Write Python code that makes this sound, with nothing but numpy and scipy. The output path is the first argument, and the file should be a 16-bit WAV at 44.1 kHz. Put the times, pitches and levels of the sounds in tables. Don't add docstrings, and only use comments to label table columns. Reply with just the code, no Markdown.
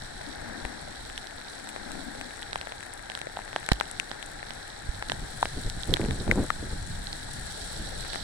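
import sys
import numpy as np
from scipy import signal
from scipy.fft import rfft, irfft, next_fast_len
from scipy.io import wavfile

SR = 44100
rng = np.random.default_rng(int(sys.argv[2]) if len(sys.argv) > 2 else 0)


def pcm_store(signal):
    levels = np.round(np.clip(np.atleast_2d(signal), -1, 1) * 32767)
    wavfile.write(sys.argv[1], SR, levels.astype(np.int16).T)


N = 362943

# (time of the top [s], half-length [s], level before trim [dB])
TRAFFIC_SWELLS = [(.285, 0.029, -42), (0.59, 0.27, -42.5), (1.964, 0.34, -44.5)]
# (time [s], level on the left [dB])
TYRE_LEVEL = [(0, -63), (6.8, -79), (7.7, -48), (8.23, -46.5)]
# (time [s], level before trim [dB])
BREEZE_LEVEL = [(0, -47.5), (1.4, -53), (2.2, -51.5), (4.7, -50.5), (5.1, -44), (6.3, -41), (6.9, -39.5),
                (7.5, -43), (8.23, -42.5)]
# (start of the hold [s], length of the hold [s], level [dB])
GUST_EVENTS = [(5.11, 0.024, -41), (5.188, 0.064, -40.5), (5.573, 0.011, -33), (5.661, 0.017, -35.5),
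               (5.774, 0.0099, -38.5), (5.884, 0.061, -29.5), (5.997, 0.055, -28.5), (6.089, 0.047, -29.5),
               (6.186, 0.043, -34.5), (6.275, 0.054, -26), (6.367, 0.068, -25), (6.601, 0.073, -37.5),
               (6.734, 0.011, -33), (7.79, 0.033, -39.5)]
# (time [s], level before damping [dB], pitch [Hz], time to fall 60 dB [s], left minus right [dB])
CASE_KNOCKS = [(0.65, -20, 39.5, 0.058, 5), (3.7186, 5, 124, 0.01, -29), (3.718, -21, 48, 0.17, -2),
               (4.89, -11.5, 47.4, 0.049, -9), (5.659, -18, 33.4, 0.092, 2)]
# (time [s], canopy patter before trim [dB],
# street hiss on the right before trim [dB], left hiss and bright fizzles before trim [dB])
RAIN_LEVELS = [(0.0, -50, -53, -57), (0.5, -45.5, -54, -57), (0.98, -49.5, -53.5, -57),
               (1.44, -49.5, -55, -57), (1.88, -47.5, -52.5, -55), (3.0, -49.5, -57.5, -58),
               (3.67, -48.5, -54.5, -57), (4.12, -48.5, -55.5, -55.5), (4.38, -48.5, -54.5, -57),
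               (5.02, -49, -53.5, -55), (5.45, -48.5, -50.5, -51), (7.1, -49, -52, -52.5),
               (7.61, -48.5, -47.5, -48.5), (8.23, -48, -45, -52)]
# (time [s], relative level [dB])
DRIP_LEVEL = [(0, -8), (1.5, 6), (3.3, 9.5), (4.7, 0), (6, -17), (7.3, -7), (8.23, 13)]
# (time [s], peak at the louder port [dB], pitch of the snap [Hz], ring Q, left minus right [dB])
CLOSE_DROPS = [(0.212, -22.5, 724, 4.5, 8), (0.6517, -12, 600, 0.53, 13), (.8773, -29, 600, 3.9, 1),
               (1.099, -22.5, 1310, 1.1, 3), (1.178, -15.5, 2830, 1.1, -1), (1.271, -21.5, 3300, 0.82, -2),
               (1.6902, -19, 6800, .7, 6), (1.7619, -16, 704, 0.84, 10), (1.918, -19, 5600, 1.3, 9),
               (2.1514, -25, 566, 2.4, 2), (2.2126, -14, 1280, .45, 8), (2.429, -20.5, 3570, 2.1, -1.5),
               (2.531, -11.5, 895, 0.43, -6), (2.5579, -11, 900, 2.6, 3), (2.613, -16, 900, 0.29, -1),
               (2.6716, -17, 600, 1.1, 7), (2.7217, -18.5, 895, 1.3, 2), (2.937, -19.5, 8900, 4.2, 27),
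               (3.0997, -15, 700, 0.29, -11), (3.1178, -18.5, 1200, .4, 7), (3.1514, -15, 1900, 0.6, -3),
               (3.1748, -20, 755, 1.9, 6), (3.2153, -13.5, 700, 0.19, 4.5), (3.27, -18.5, 580, 2.6, 4),
               (3.371, -18, 760, 2.3, 3), (3.3906, -20.5, 850, 2.3, 5), (3.4506, -26, 8000, 1.8, 15),
               (3.53, -18, 825, 1.2, 10), (3.5621, -8, 716, 1.1, -0.5), (3.6635, -18.5, 4600, .7, 4),
               (3.689, -3.5, 1200, 0.41, 16), (3.717, -6, 860, 0.57, 0), (3.7197, -0.5, 830, 0.22, -15),
               (3.733, -13.5, 9500, 1.5, -25), (3.8005, -10.5, 2200, 0.21, -27), (3.81, -4.5, 930, 1.8, 14),
               (3.9132, -16, 8700, 3.3, 16), (3.9985, -4, 3070, 1.6, 24), (4.115, -12, 700, 0.23, -11),
               (4.2271, -17.5, 3330, 3.4, 16), (4.262, -24, 8000, 3.1, 15), (4.4289, -19, 800, 1.7, 5),
               (4.507, -14.5, 700, 0.4, -14), (5.025, -14, 1040, 1.7, -0.5), (5.098, -7.5, 700, 0.38, -5),
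               (5.119, -7, 700, .3, -4.5), (5.4285, -4.5, 980, 2.2, 3), (5.4557, -11, 600, .65, -1.5),
               (5.6993, -16, 5100, 3.6, 0), (5.834, -16.5, 3880, 5.5, -13), (5.939, 2.5, 3930, 0.83, -21),
               (5.962, -19, 980, 1.4, 3), (5.969, -11, 950, 0.63, 7), (6.015, -19, 2200, 2.7, 15),
               (6.0502, -19.5, 1100, 0.61, 10), (6.109, -13.5, 900, .55, 3), (6.2788, -14.5, 520, 1.3, 18),
               (6.3131, -1.5, 2060, 5, 9), (6.5036, -5.5, 1260, 6.5, 9), (7.0705, -18.5, 4100, 8.2, -18),
               (7.1295, -16, 4270, 5.2, -3), (8.133, -13, 1300, 0.31, 6), (8.1578, -12.5, 910, 0.45, 8)]

# (frequency [Hz], gain [dB])
LEFT_PORT_COLOUR = [(200, -7), (450, -8.5), (800, -4), (1120, -11), (1680, 2.7), (2700, -9), (4100, -19.5),
                    (4900, -24), (5700, -18), (6600, -16), (7800, -4.5), (9800, -7.5), (12800, -27),
                    (15500, -28.5)]
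RIGHT_PORT_COLOUR = [(200, -27), (430, -19), (830, -7.5), (1180, -16), (1600, -6), (2400, -20), (3200, -5),
                     (4000, -3), (4900, -15.5), (5700, -11), (6700, -29), (7800, -21), (8700, -36),
                     (14500, -30.5)]
# (frequency [Hz], coherence [0-1], phase lead of the right port [rad])
PORT_COHERENCE = [(59.6, 0.5, 4.5), (188, 1, 0.5), (334, 0, 1.3), (530, 0.69, 2.5), (800, 0.86, 0.31),
                  (944, 1, 1.5), (1250, 0.54, 1.5), (1740, 0.8, -1.4), (2220, 0.07, 5.5), (3330, 1, 0.5)]

# (frequency [Hz], relative density [dB])
DRONE_SPECTRUM = [(40, 3), (100, -12), (170, -2), (245, 6.5), (335, 0.5), (420, -12), (900, -10),
                  (2000, -47)]
TYRE_SPECTRUM = [(200, -17), (420, 8.5), (600, 10), (900, -6.5), (1500, -14), (3000, -55)]
WIND_SPECTRUM = [(10, -8.5), (25, -0.5), (60, -8), (130, -9.5), (250, -20.5), (500, -43.5), (1500, -68)]
FLUTTER_SPECTRUM = [(50, -13), (130, 3), (290, 1.5), (500, -5.5), (900, -40), (2000, -25.5), (5000, -59)]
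SPUTTER_SPECTRUM = [(80, -5), (300, 11.5), (700, 1), (1500, -11), (4000, -58)]
PATTER_SPECTRUM = [(120, -14.5), (300, 5.5), (550, 5), (2000, -2), (3000, -12), (6000, -4), (14000, -56)]
HISS_SPECTRUM = [(700, -19.5), (1800, -25.5), (3000, -3), (4500, 8), (9000, -0.5), (15000, -4.5)]

DRONE_DB = -58
GUST_ATTACK_S, GUST_RELEASE_S = 0.013, 0.015
FLUTTER_ONSET_DB, FLUTTER_GROWTH = -19.5, 1.395
SPLASH_BACK_MS, SPLASH_BACK_SCATTER = 0.36, 0.25
LEFT_LAG_MS, LAG_SCATTER_MS = 0.25, 0.24
SPRAY_FROM_DB, SPRAY_GROWTH = -12.5, 0.73
STOPBAND_HZ = 16900


def from_db(db):
    return 10 ** (np.asarray(db) / 20)


def rms_one(x):
    return x / np.sqrt(np.mean(x ** 2) + 1e-20)


def in_time(rows):
    s, *columns = np.transpose(rows)
    return [np.interp(np.arange(N) / SR, s, column) for column in columns]


def in_frequency(rows):
    hz, *columns = np.transpose(rows)
    bins = np.fft.rfftfreq(next_fast_len(N, True), 1 / SR)
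    return [np.interp(np.log(bins + 1), np.log(hz), column) for column in columns]


def coloured(x, spectrum):
    size = next_fast_len(N, True)
    gain = from_db(in_frequency(spectrum)[0])
    cepstrum = irfft(np.log(gain), size)
    cepstrum[1:size // 2] *= 2
    cepstrum[size // 2 + 1:] = 0
    response = np.exp(rfft(cepstrum))
    return irfft(rfft(x, size) * response, size)[..., :N]


def drift(per_s):
    knots = rng.standard_normal(4000)
    return np.interp(np.arange(N) / SR * per_s, np.arange(len(knots)), knots)


def decay(t, t60):
    return np.exp(-np.log(1000) * t / t60)


def panned(pan_db):
    return from_db([[min(pan_db, 0)], [min(-pan_db, 0)]])


def paired(x):
    size = next_fast_len(N, True)
    alike, lead = in_frequency(PORT_COHERENCE)
    alike = np.clip(alike, 0, 0.99)
    left, own = rfft(x, size)
    right = alike * np.exp(1j * lead) * left + np.sqrt(1 - alike ** 2) * own
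    return irfft([left, right], size)[:, :N]


def through_ports(x, depth=1):
    ports = (LEFT_PORT_COLOUR, RIGHT_PORT_COLOUR)
    return np.array([coloured(side, np.array(port) * [1, depth]) for side, port in zip(x, ports)])


def impacts(per_s, spread_db, largest_db):
    sizes = from_db(np.minimum(spread_db * rng.exponential(1, (2, N)), largest_db))
    struck = rng.random((2, N)) < per_s / SR
    return rms_one(struck * sizes * rng.choice([-1, 1], (2, N)))


def snap(x, hz, q):
    q = max(q, hz / (0.4 * SR))
    return signal.lfilter(*signal.iirpeak(hz, q, fs=SR), x)


def splashes(per_s, low_hz, high_hz, q, spread_db, largest_db, count):
    clicks = impacts(per_s, spread_db, largest_db)
    dealt = rng.integers(0, count, N)
    total = np.zeros((2, N))
    for k, hz in enumerate(np.geomspace(low_hz, high_hz, count)):
        total += snap(clicks * (dealt == k), hz, q) / np.sqrt(hz)
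    return rms_one(total)


def traffic(waver_db=2.5):
    t = np.arange(N) / SR
    level = from_db(DRONE_DB)
    for s, half_s, db in TRAFFIC_SWELLS:
        level = level + from_db(db) / (1 + ((t - s) / half_s) ** 2) ** 2
    drone = rms_one(coloured(paired(rng.standard_normal((2, N))), DRONE_SPECTRUM))
    drone = drone * from_db(waver_db * drift(25))
    roar = rms_one(coloured(paired(rng.standard_normal((2, N))), TYRE_SPECTRUM))
    tyre_db, = in_time(TYRE_LEVEL)
    return panned(11.7) * (from_db(2.0) * level * drone + from_db(tyre_db) * roar)


def gust(start_s, length_s):
    t = np.arange(N) / SR - start_s
    rise = np.minimum(t, 0) / GUST_ATTACK_S
    fall = np.maximum(t - length_s, 0) / GUST_RELEASE_S
    return np.exp(rise - fall)


def eddies(spectrum, shared, lumpy_db, per_s):
    air = rng.standard_normal((2, N)) + shared * rng.standard_normal(N)
    own_drift = np.array([drift(per_s), drift(per_s)])
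    lumps = 2 * np.tanh((drift(per_s) + own_drift / 2) / 2)
    return rms_one(coloured(air, spectrum) * from_db(lumpy_db * lumps))


def wind(breeze_db=2.0, flutter_db=0.5, sputter_db=-4.5, breeze_flutter_db=-8.0, sputter_shared=0.78):
    light = from_db(in_time(BREEZE_LEVEL)[0])
    gusts = sum(from_db(db) * gust(s, length_s) for s, length_s, db in GUST_EVENTS)
    push = np.hypot(from_db(breeze_db) * light, gusts)
    onset = from_db(FLUTTER_ONSET_DB)
    strength = np.hypot(from_db(breeze_flutter_db) * light, gusts)
    turbulence = onset * (strength / onset) ** FLUTTER_GROWTH
    rumble = push * eddies(WIND_SPECTRUM, shared=2.06, lumpy_db=2.5, per_s=22)
    flutter = from_db(flutter_db) * eddies(FLUTTER_SPECTRUM, shared=3.0, lumpy_db=9.0, per_s=70)
    pops = impacts(per_s=200, spread_db=5.0, largest_db=16.5)
    pops = pops + sputter_shared * pops[::-1]
    sputter = from_db(sputter_db) * rms_one(coloured(pops, SPUTTER_SPECTRUM))
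    return rumble + turbulence * (flutter + sputter)


def knocks(size=8192):
    out, t = np.zeros((2, N + size)), np.arange(size) / SR
    for s, level_db, hz, t60, pan_db in CASE_KNOCKS:
        at = round(s * SR)
        swing = np.sin(2 * np.pi * hz * t) * decay(t, t60)
        out[:, at:at + size] += panned(pan_db) * from_db(level_db) * swing
    return out[:, :N]


def street_hiss(waver_db=0.87):
    ticks = splashes(per_s=2200, low_hz=3380, high_hz=12300, q=0.45, spread_db=5.5, largest_db=32, count=8)
    field = from_db(-5.0) * ticks + rng.standard_normal((2, N))
    hiss = rms_one(through_ports(coloured(field, HISS_SPECTRUM)))
    return hiss * from_db(waver_db * drift(22))


def bright_fizzles(per_s=32, t60=0.03, fizzle_db=-3.0):
    strength = np.abs(impacts(per_s, spread_db=0.5, largest_db=6))
    envelope = signal.lfilter([1], [1, -from_db(-60 / (t60 * SR))], strength)
    bursts = snap(envelope * rng.standard_normal((2, N)), hz=9500, q=0.86)
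    return from_db(fizzle_db) * rms_one(through_ports(bursts, 0.82))


def canopy_patter():
    taps = splashes(per_s=700, low_hz=560, high_hz=3100, q=1.0, spread_db=1.0, largest_db=20, count=6)
    field = paired(taps + from_db(10.5) * rng.standard_normal((2, N)))
    return rms_one(through_ports(coloured(field, PATTER_SPECTRUM)))


def stray_drops():
    plops = splashes(per_s=11, low_hz=600, high_hz=2800, q=0.86, spread_db=5.0, largest_db=7.5, count=6)
    ticks = splashes(per_s=7.4, low_hz=2950, high_hz=11500, q=4.2, spread_db=24.0, largest_db=19, count=7)
    drops = from_db(-55.0) * plops + from_db(-59.0) * ticks
    return from_db(in_time(DRIP_LEVEL)[0]) * through_ports(drops, 0.81)


def big_drops(port_depth=0.74, splash_back=0.38, softness=11.0, spray_db=-27.0, spray_t60=0.0098, size=1024):
    out, t = np.zeros((2, N + size)), np.arange(size) / SR
    clicks = np.tile(signal.unit_impulse(N), (2, 1))
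    port_ring = through_ports(clicks, port_depth)[:, :size]
    chances = rng.standard_normal((len(CLOSE_DROPS), 2))
    for (s, peak_db, hz, q, pan_db), (back, lag) in zip(CLOSE_DROPS, chances):
        spray = from_db(spray_db + SPRAY_GROWTH * (peak_db - SPRAY_FROM_DB))
        force = spray * rng.standard_normal(size) * decay(t, spray_t60)
        force[0] += 1
        back_ms = abs(SPLASH_BACK_MS * (1 + SPLASH_BACK_SCATTER * back))
        force[round(back_ms * SR / 1000)] += splash_back
        top_hz = min(softness * hz, 0.4 * SR)
        force = signal.lfilter(*signal.butter(1, top_hz, fs=SR), force)
        force = snap(force, hz, q)
        hit = signal.fftconvolve(port_ring, force[None])[:, :size]
        hit = hit / np.abs(hit).max(axis=1, keepdims=True)
        hit = from_db(peak_db) * panned(pan_db) * hit
        for side, late_ms in enumerate((LEFT_LAG_MS + LAG_SCATTER_MS * lag, 0)):
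            at = round((s + late_ms / 1000) * SR)
            out[side, at:at + size] += hit[side]
    return out[:, :N]


def scene():
    patter_db, right_db, left_db = in_time(RAIN_LEVELS)
    hiss = from_db([left_db + 8.0, right_db + 6.0]) * street_hiss()
    fizzles = from_db(left_db) * bright_fizzles()
    patter = from_db(patter_db + 5.0) * canopy_patter()
    background = traffic() + wind() + knocks()
    return background + hiss + fizzles + patter + stray_drops() + big_drops()


def record(dry):
    rounded = dry / (1 + (dry / 0.75) ** 4) ** 0.25
    return signal.sosfilt(signal.cheby2(16, 60, STOPBAND_HZ, fs=SR, output="sos"), rounded)


dry = scene()
out = record(dry)
pcm_store(out)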